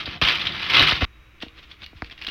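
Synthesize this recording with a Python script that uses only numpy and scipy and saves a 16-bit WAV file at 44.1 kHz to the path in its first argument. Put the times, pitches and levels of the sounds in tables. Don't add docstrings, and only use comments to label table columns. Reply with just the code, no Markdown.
import sys
import numpy as np
from scipy import signal
from scipy.fft import rfft, irfft
from scipy.io import wavfile
from scipy.ndimage import uniform_filter1d

SR = 44100
rng = np.random.default_rng(int(sys.argv[2]) if len(sys.argv) > 2 else 0)


def wav_out(sig):
    wavfile.write(sys.argv[1], SR, np.round(np.clip(np.atleast_2d(sig).T, -1, 1) * 32767).astype(np.int16))


N = 101430
CUT_S = 1.051


def undb(db):
    return 10 ** (np.asarray(db) / 20)


def unit(x):
    return x / np.sqrt(np.mean(x ** 2) + 1e-18)


def add(out, s, x):
    i = int(np.clip(s * SR, 0, N - 1))
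    out[i:i + len(x)] += x[:N - i]


def t60_decay(t, t60_s):
    return np.exp(-np.log(1000) * t / t60_s)


def colour(x, points, size=4096):
    hz, db = np.array(points).T
    bins_hz = np.arange(size // 2 + 1) * SR / size + 1
    gain = undb(np.interp(np.log(bins_hz), np.log(hz), db))
    cepstrum = irfft(np.log(gain))
    cepstrum[1:size // 2] *= 2
    cepstrum[size // 2 + 1:] = 0
    response = irfft(np.exp(rfft(cepstrum)))
    return signal.fftconvolve(x, response / np.linalg.norm(response))[:len(x)]


def ring(hz, cycles, size=1400):
    turn = np.arange(size) / SR * min(hz, .45 * SR)
    y = np.sin(2 * np.pi * turn) * np.exp(-turn / cycles)
    return y / np.linalg.norm(y)


def crackle(per_s, points, crack=1.0, even_s=0.015, facet_cycles=13.2, size_spread_db=3):
    out = np.zeros(N)
    rows = rng.random((int(per_s * N / SR), 4))
    for when, pitch, size, sign in rows:
        grain = ring(900 + 4600 * pitch, facet_cycles)
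        grain[0] += crack * 2
        gain = undb(-size_spread_db * np.log(size + 0.18))
        add(out, when * N / SR, grain * np.sign(sign - .5) * gain)
    y = colour(out, points)
    power = np.abs(uniform_filter1d(y ** 2, int(even_s * SR) + 1))
    return y / np.sqrt(power + 1e-9)


def clusters(t, per_s=130, decay_s=0.0097):
    out = np.zeros(N)
    for when, size in rng.random((int(per_s * N / SR), 2)):
        add(out, when * N / SR, (.5 + size) * np.exp(-t[:2048] / decay_s))
    out = np.sqrt(out)
    return unit(out - out.mean())


def sheet(t, per_s=1700, cluster_db=2):
    # t/s, level/dB
    crumple = [(0, -28), (0.019, -33.5), (0.051, -43), (0.072, -32.5), (.13, -35.5), (0.187, -43),
               (.194, -74), (0.213, -80), (0.215, -19.5), (.275, -20.5), (0.334, -23.5), (.385, -31),
               (.415, -26.5), (.44, -31), (0.465, -26.5), (0.477, -24), (0.508, -32.5), (.565, -31.5),
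               (.615, -31.5), (.64, -27.5), (.694, -28.5), (.704, -24), (0.727, -23), (0.753, -11.5),
               (.79, -18.5), (0.812, -15), (0.861, -22), (0.878, -17), (.905, -20), (0.935, -25),
               (1.0, -35.5), (1.021, -27), (1.05, -25)]
    # f/Hz, level/dB per Hz
    sheet_colour = [(60, -31), (200, -19), (320, -12), (500, -15), (800, -14.5), (1200, -5), (1650, -6),
                    (2200, -2.5), (3100, -1), (4000, -6), (5000, -14.5), (6000, -21.5), (7300, -50.5),
                    (8800, -43.5), (13000, -38.5), (16000, -53.5)]
    # f/Hz, level/dB per Hz
    drag_colour = [(25, -28), (50, -8), (100, -2.5), (180, -1.5), (240, -11), (320, -3), (450, -19),
                   (750, -11.5), (1500, -32.5), (4000, -77.5)]
    # t/s, level/dB
    drag_level = [(0, -47), (0.172, -40), (.2, -78), (0.229, -34), (.4, -44), (.48, -39), (.7, -46),
                  (0.817, -23.5), (.9, -42), (1.05, -41)]
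    s, db = np.array(crumple).T
    level_db = np.interp(t, s, db)
    creases = crackle(per_s, sheet_colour) * undb(level_db + cluster_db * clusters(t))
    s, db = np.array(drag_level).T
    drag = unit(colour(rng.standard_normal(N), drag_colour)) * undb(np.interp(t, s, db))
    return creases + drag


def room(x, first_s=0.0022, t60_s=0.22, tail_db=-9):
    t = np.arange(SR // 2) / SR
    tail = rng.standard_normal(len(t)) * t60_decay(t, t60_s) * (t > first_s)
    return x + undb(tail_db) * signal.fftconvolve(x, tail / np.linalg.norm(tail))[:N]


def air(air_db=-53.5):
    # f/Hz, level/dB per Hz
    air_colour = [(25, -12.5), (58, -13.5), (90, -14.5), (124, -15.5), (220, -25.5), (320, -22.5),
                  (450, -30), (850, -34), (1200, -24.5), (1600, -28.5), (2400, -24), (3900, -38.5),
                  (4400, -44), (6000, -44.5), (8000, -55.5), (15000, -51.5)]
    # f/Hz, width/Hz, level/dB
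    resonances = [(60.4, 24, -55), (317, 12, -69), (3820, 35, -69.5)]
    hz = np.arange(N // 2 + 1) * SR / N
    hum = np.zeros(N)
    for f, width, db in resonances:
        spectrum = rfft(rng.standard_normal(N)) / (1 + (2 * (hz - f) / width) ** 2)
        hum += undb(db) * unit(irfft(spectrum, N))
    return hum + undb(air_db) * unit(colour(rng.standard_normal(N), air_colour))


def snaps(count=5, size=2048, scatter=0.37, fade=0.96, after_db=-2, nominal_s=0.0028, bright_db=-38,
          cycles=4.3, crack=1.54, snap_db=-4):
    # t/s, level/dB (before snap_db), f/Hz, length of the run of buckles/s
    snap_events = [(0.0574, -20, 3830, 0.0085), (0.2147, -11.5, 2880, 0.0037), (0.2388, -16, 2550, 0.0037),
                   (.25, -11.5, 2930, 0.0033), (0.2716, -11, 2500, 0.011), (0.3493, -13, 3020, 0.011),
                   (0.4142, -18.5, 2890, .004), (0.469, -11, 3210, 0.005), (0.522, -24, 4300, 0.00099),
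                   (0.594, -21, 2800, 0.0061), (0.628, -19, 2920, .005), (0.6995, -12, 2540, 0.004),
                   (0.7466, -8, 2780, 0.005), (.754, -14, 2830, 0.0017), (.765, -6.5, 2690, 0.0074),
                   (0.783, -12, 3100, 0.0027), (0.7948, -5.5, 3080, 0.00094), (0.8018, -10.5, 3230, 0.0028),
                   (0.816, -10, 3060, .003), (.824, -7, 2240, 0.0055), (0.8347, -10, 3000, .003),
                   (0.8717, -9, 2340, 0.0054), (0.893, -10, 2890, 0.0017), (0.956, -24, 3050, 0.0023),
                   (1.0114, -23.5, 2660, 0.0024), (1.4034, -39, 2620, 0.0015), (1.414, -39, 3900, 0.0024),
                   (1.424, -24.5, 2840, 0.003), (1.449, -46, 2400, 0.0016), (1.4827, -36.5, 2900, 0.0022),
                   (1.715, -31.5, 3370, 0.0045), (1.8192, -33, 3030, 0.0021), (1.8334, -32.5, 4020, 0.002),
                   (1.8415, -31, 4500, 0.00087), (1.845, -35, 3620, 0.0011), (1.863, -31.5, 2250, 0.00039),
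                   (2.0213, -35.5, 6330, 0.00047), (2.045, -32.5, 2470, 0.0016),
                   (2.0985, -35, 2380, 0.0019), (2.1105, -32.5, 2600, 0.0031), (2.117, -33, 2900, 0.0018),
                   (2.178, -34.5, 2840, 0.004), (2.2152, -27.5, 2730, 0.0033),
                   (2.2222, -25.5, 3300, 0.0015), (2.2385, -33, 3440, 0.00036), (2.2472, -25, 2400, 0.0014),
                   (2.2675, -19.5, 3900, 0.0026), (2.2711, -20, 3320, 0.0007), (2.2858, -22, 2840, 0.001)]
    # f/Hz, level/dB per Hz
    snap_colour = [(100, -26), (700, -10.5), (1300, -7), (3200, 5), (4500, 2.5), (5600, -8), (7300, -38),
                   (9500, -26.5), (16000, -33.5)]
    out = np.zeros(N)
    top_octave = signal.butter(4, 8800, "high", fs=SR, output="sos")
    for s, db, hz, length in snap_events:
        run = np.zeros(size)
        for k, (late, pitch, sign) in enumerate(rng.random((count, 3))):
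            follows = k > 0
            grain = ring(hz * np.exp(scatter * (2 * pitch - 1) * follows), cycles)
            grain[0] += crack
            delay_s = min(length, .025) * (k + late) / count * follows
            add(run, delay_s, grain * fade ** k * undb(after_db * follows) * np.sign(sign - .5))
        fizz = signal.sosfilt(top_octave, run)
        fizz_gain = undb(bright_db) * nominal_s / max(length, .0004)
        run = colour(run, snap_colour)
        run = run / np.linalg.norm(run) + fizz_gain * fizz / np.linalg.norm(fizz)
        add(out, s, run * np.sqrt(nominal_s * SR) * undb(db + snap_db))
    return out


def bumps(size=8192):
    # t/s, thud level/dB, knock level/dB, tap level/dB,
    # bend/cycles (each frequency arrives this many of its own cycles late)
    blows = [(0.0757, -31.5, -30.5, -27, 1.1), (0.216, -24, -21.5, -25, 1.32),
             (0.8003, -31, -25, -34, 0.88), (0.808, -25, -21, -38, 0.71),
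             (0.9204, -26.5, -25.5, -9.5, 1.22), (1.0127, -34.5, -31, -24, 1.14),
             (1.0214, -22, -19.5, -12.5, 0.88), (1.026, -13.5, -25.5, -20, 0.71),
             (1.4319, -44, -26.5, -34, 0.77), (1.464, -50, -40.5, -65, 1.3), (1.819, -44, -70, -60, 1.15),
             (1.93, -52, -43, -48, 1.35), (1.951, -41, -75, -75, 1.15), (2.0215, -31.5, -28.5, -15, 0.95),
             (2.2816, -58, -35, -32, 0.68)]
    out, hz = np.zeros(N), np.arange(size // 2 + 1) * SR / size + 1
    lead = size // 32
    thud_hz = 69.7
    # centre Hz, width in octaves; the thud is the narrower boom
    shapes = ((thud_hz, 0.67), (323, 0.91), (1740, 0.91))
    bands = [np.exp(-.5 * (np.log2(hz / f) / octaves) ** 2) for f, octaves in shapes]
    for s, thud_db, knock_db, tap_db, bend in blows:
        spread = np.exp(-2j * np.pi * bend * np.log(hz / thud_hz))
        spread = spread / np.sqrt(1 + (hz / 2300) ** 24)
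        blow = np.zeros(size)
        for db, band in zip((thud_db, knock_db, tap_db), bands):
            part = np.roll(irfft(spread * band), lead)
            blow += undb(db) * part / np.abs(part).max()
        add(out, s - lead / SR, blow)
    return out


def body(x, body_db=-12.5, scatter_db=-4, scatter_s=0.0051):
    # f/Hz, t60/s, level/dB (before body_db)
    ringing_modes = [(168, 0.21, -15.5), (270, 0.3, -7), (316.6, 0.17, 1), (398, 0.2, -22.5),
                     (470, 0.35, -3), (763, 0.046, 10.5)]
    t = np.arange(SR // 2) / SR
    modes = sum(undb(db) * np.sin(2 * np.pi * hz * t) * t60_decay(t, t60) for hz, t60, db in ringing_modes)
    band = signal.butter(2, (160, 900), "bandpass", fs=SR, output="sos")
    echoes = signal.sosfilt(band, rng.standard_normal(len(t)) * np.exp(-t / scatter_s))
    response = undb(body_db) * modes / np.sqrt(len(t))
    response += undb(scatter_db) * echoes / np.sqrt(scatter_s * SR / 2)
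    return x + signal.fftconvolve(x, response)[:N]


def edge(t, per_s=1800, edge_db=4):
    # peak t/s, rise/s, decay/s, level/dB (before edge_db)
    rubs = [(1.427, 0.0076, 0.007, -34.5), (1.592, 0.021, 0.01, -46.5), (1.634, 0.0081, 0.016, -49),
            (1.714, 0.018, 0.019, -48.5), (1.836, 0.018, 0.0054, -43.5), (1.973, 0.014, 0.036, -53),
            (2.071, 0.028, 0.01, -50.5), (2.122, 0.0067, 0.0079, -42), (2.191, 0.01, 0.019, -50),
            (2.227, .015, 0.035, -44.5), (2.285, 0.012, 0.035, -39)]
    # f/Hz, level/dB per Hz
    edge_colour = [(100, -2.5), (350, -3.5), (800, -9), (1400, -3), (2400, 0.5), (3400, 2), (4500, -7),
                   (5500, -12.5), (7300, -32), (10000, -34.5), (16000, -36)]
    power = np.zeros(N)
    for s, rise, decay, db in rubs:
        power += undb(db) ** 2 * np.exp(-2 * np.maximum((s - t) / rise, (t - s) / decay))
    return crackle(per_s, edge_colour, crack=1.9, even_s=0.013) * np.sqrt(power) * undb(edge_db)


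def flap(x, hz=2880, t60_s=0.06, flap_db=-15.5):
    t = np.arange(SR // 2) / SR
    tone = np.sin(2 * np.pi * hz * t) * t60_decay(t, t60_s)
    return x + undb(flap_db) * np.std(x) * unit(signal.fftconvolve(x, tone)[:N])


def scene():
    t = np.arange(N) / SR
    before, creases, blows = t < CUT_S, snaps(), bumps()
    crumpling = room(sheet(t) + creases * before) + body(blows * before)
    crumpling = crumpling * before
    picking = room(flap(edge(t) + creases * ~before)) + body(blows * ~before)
    return (crumpling + picking + air())[None]


def record(dry, top_hz=15900):
    low_pass = signal.ellip(10, .2, 70, top_hz, fs=SR, output="sos")
    return signal.sosfilt(low_pass, np.clip(dry, -.95, .95))


dry = scene()
out = record(dry)
wav_out(out)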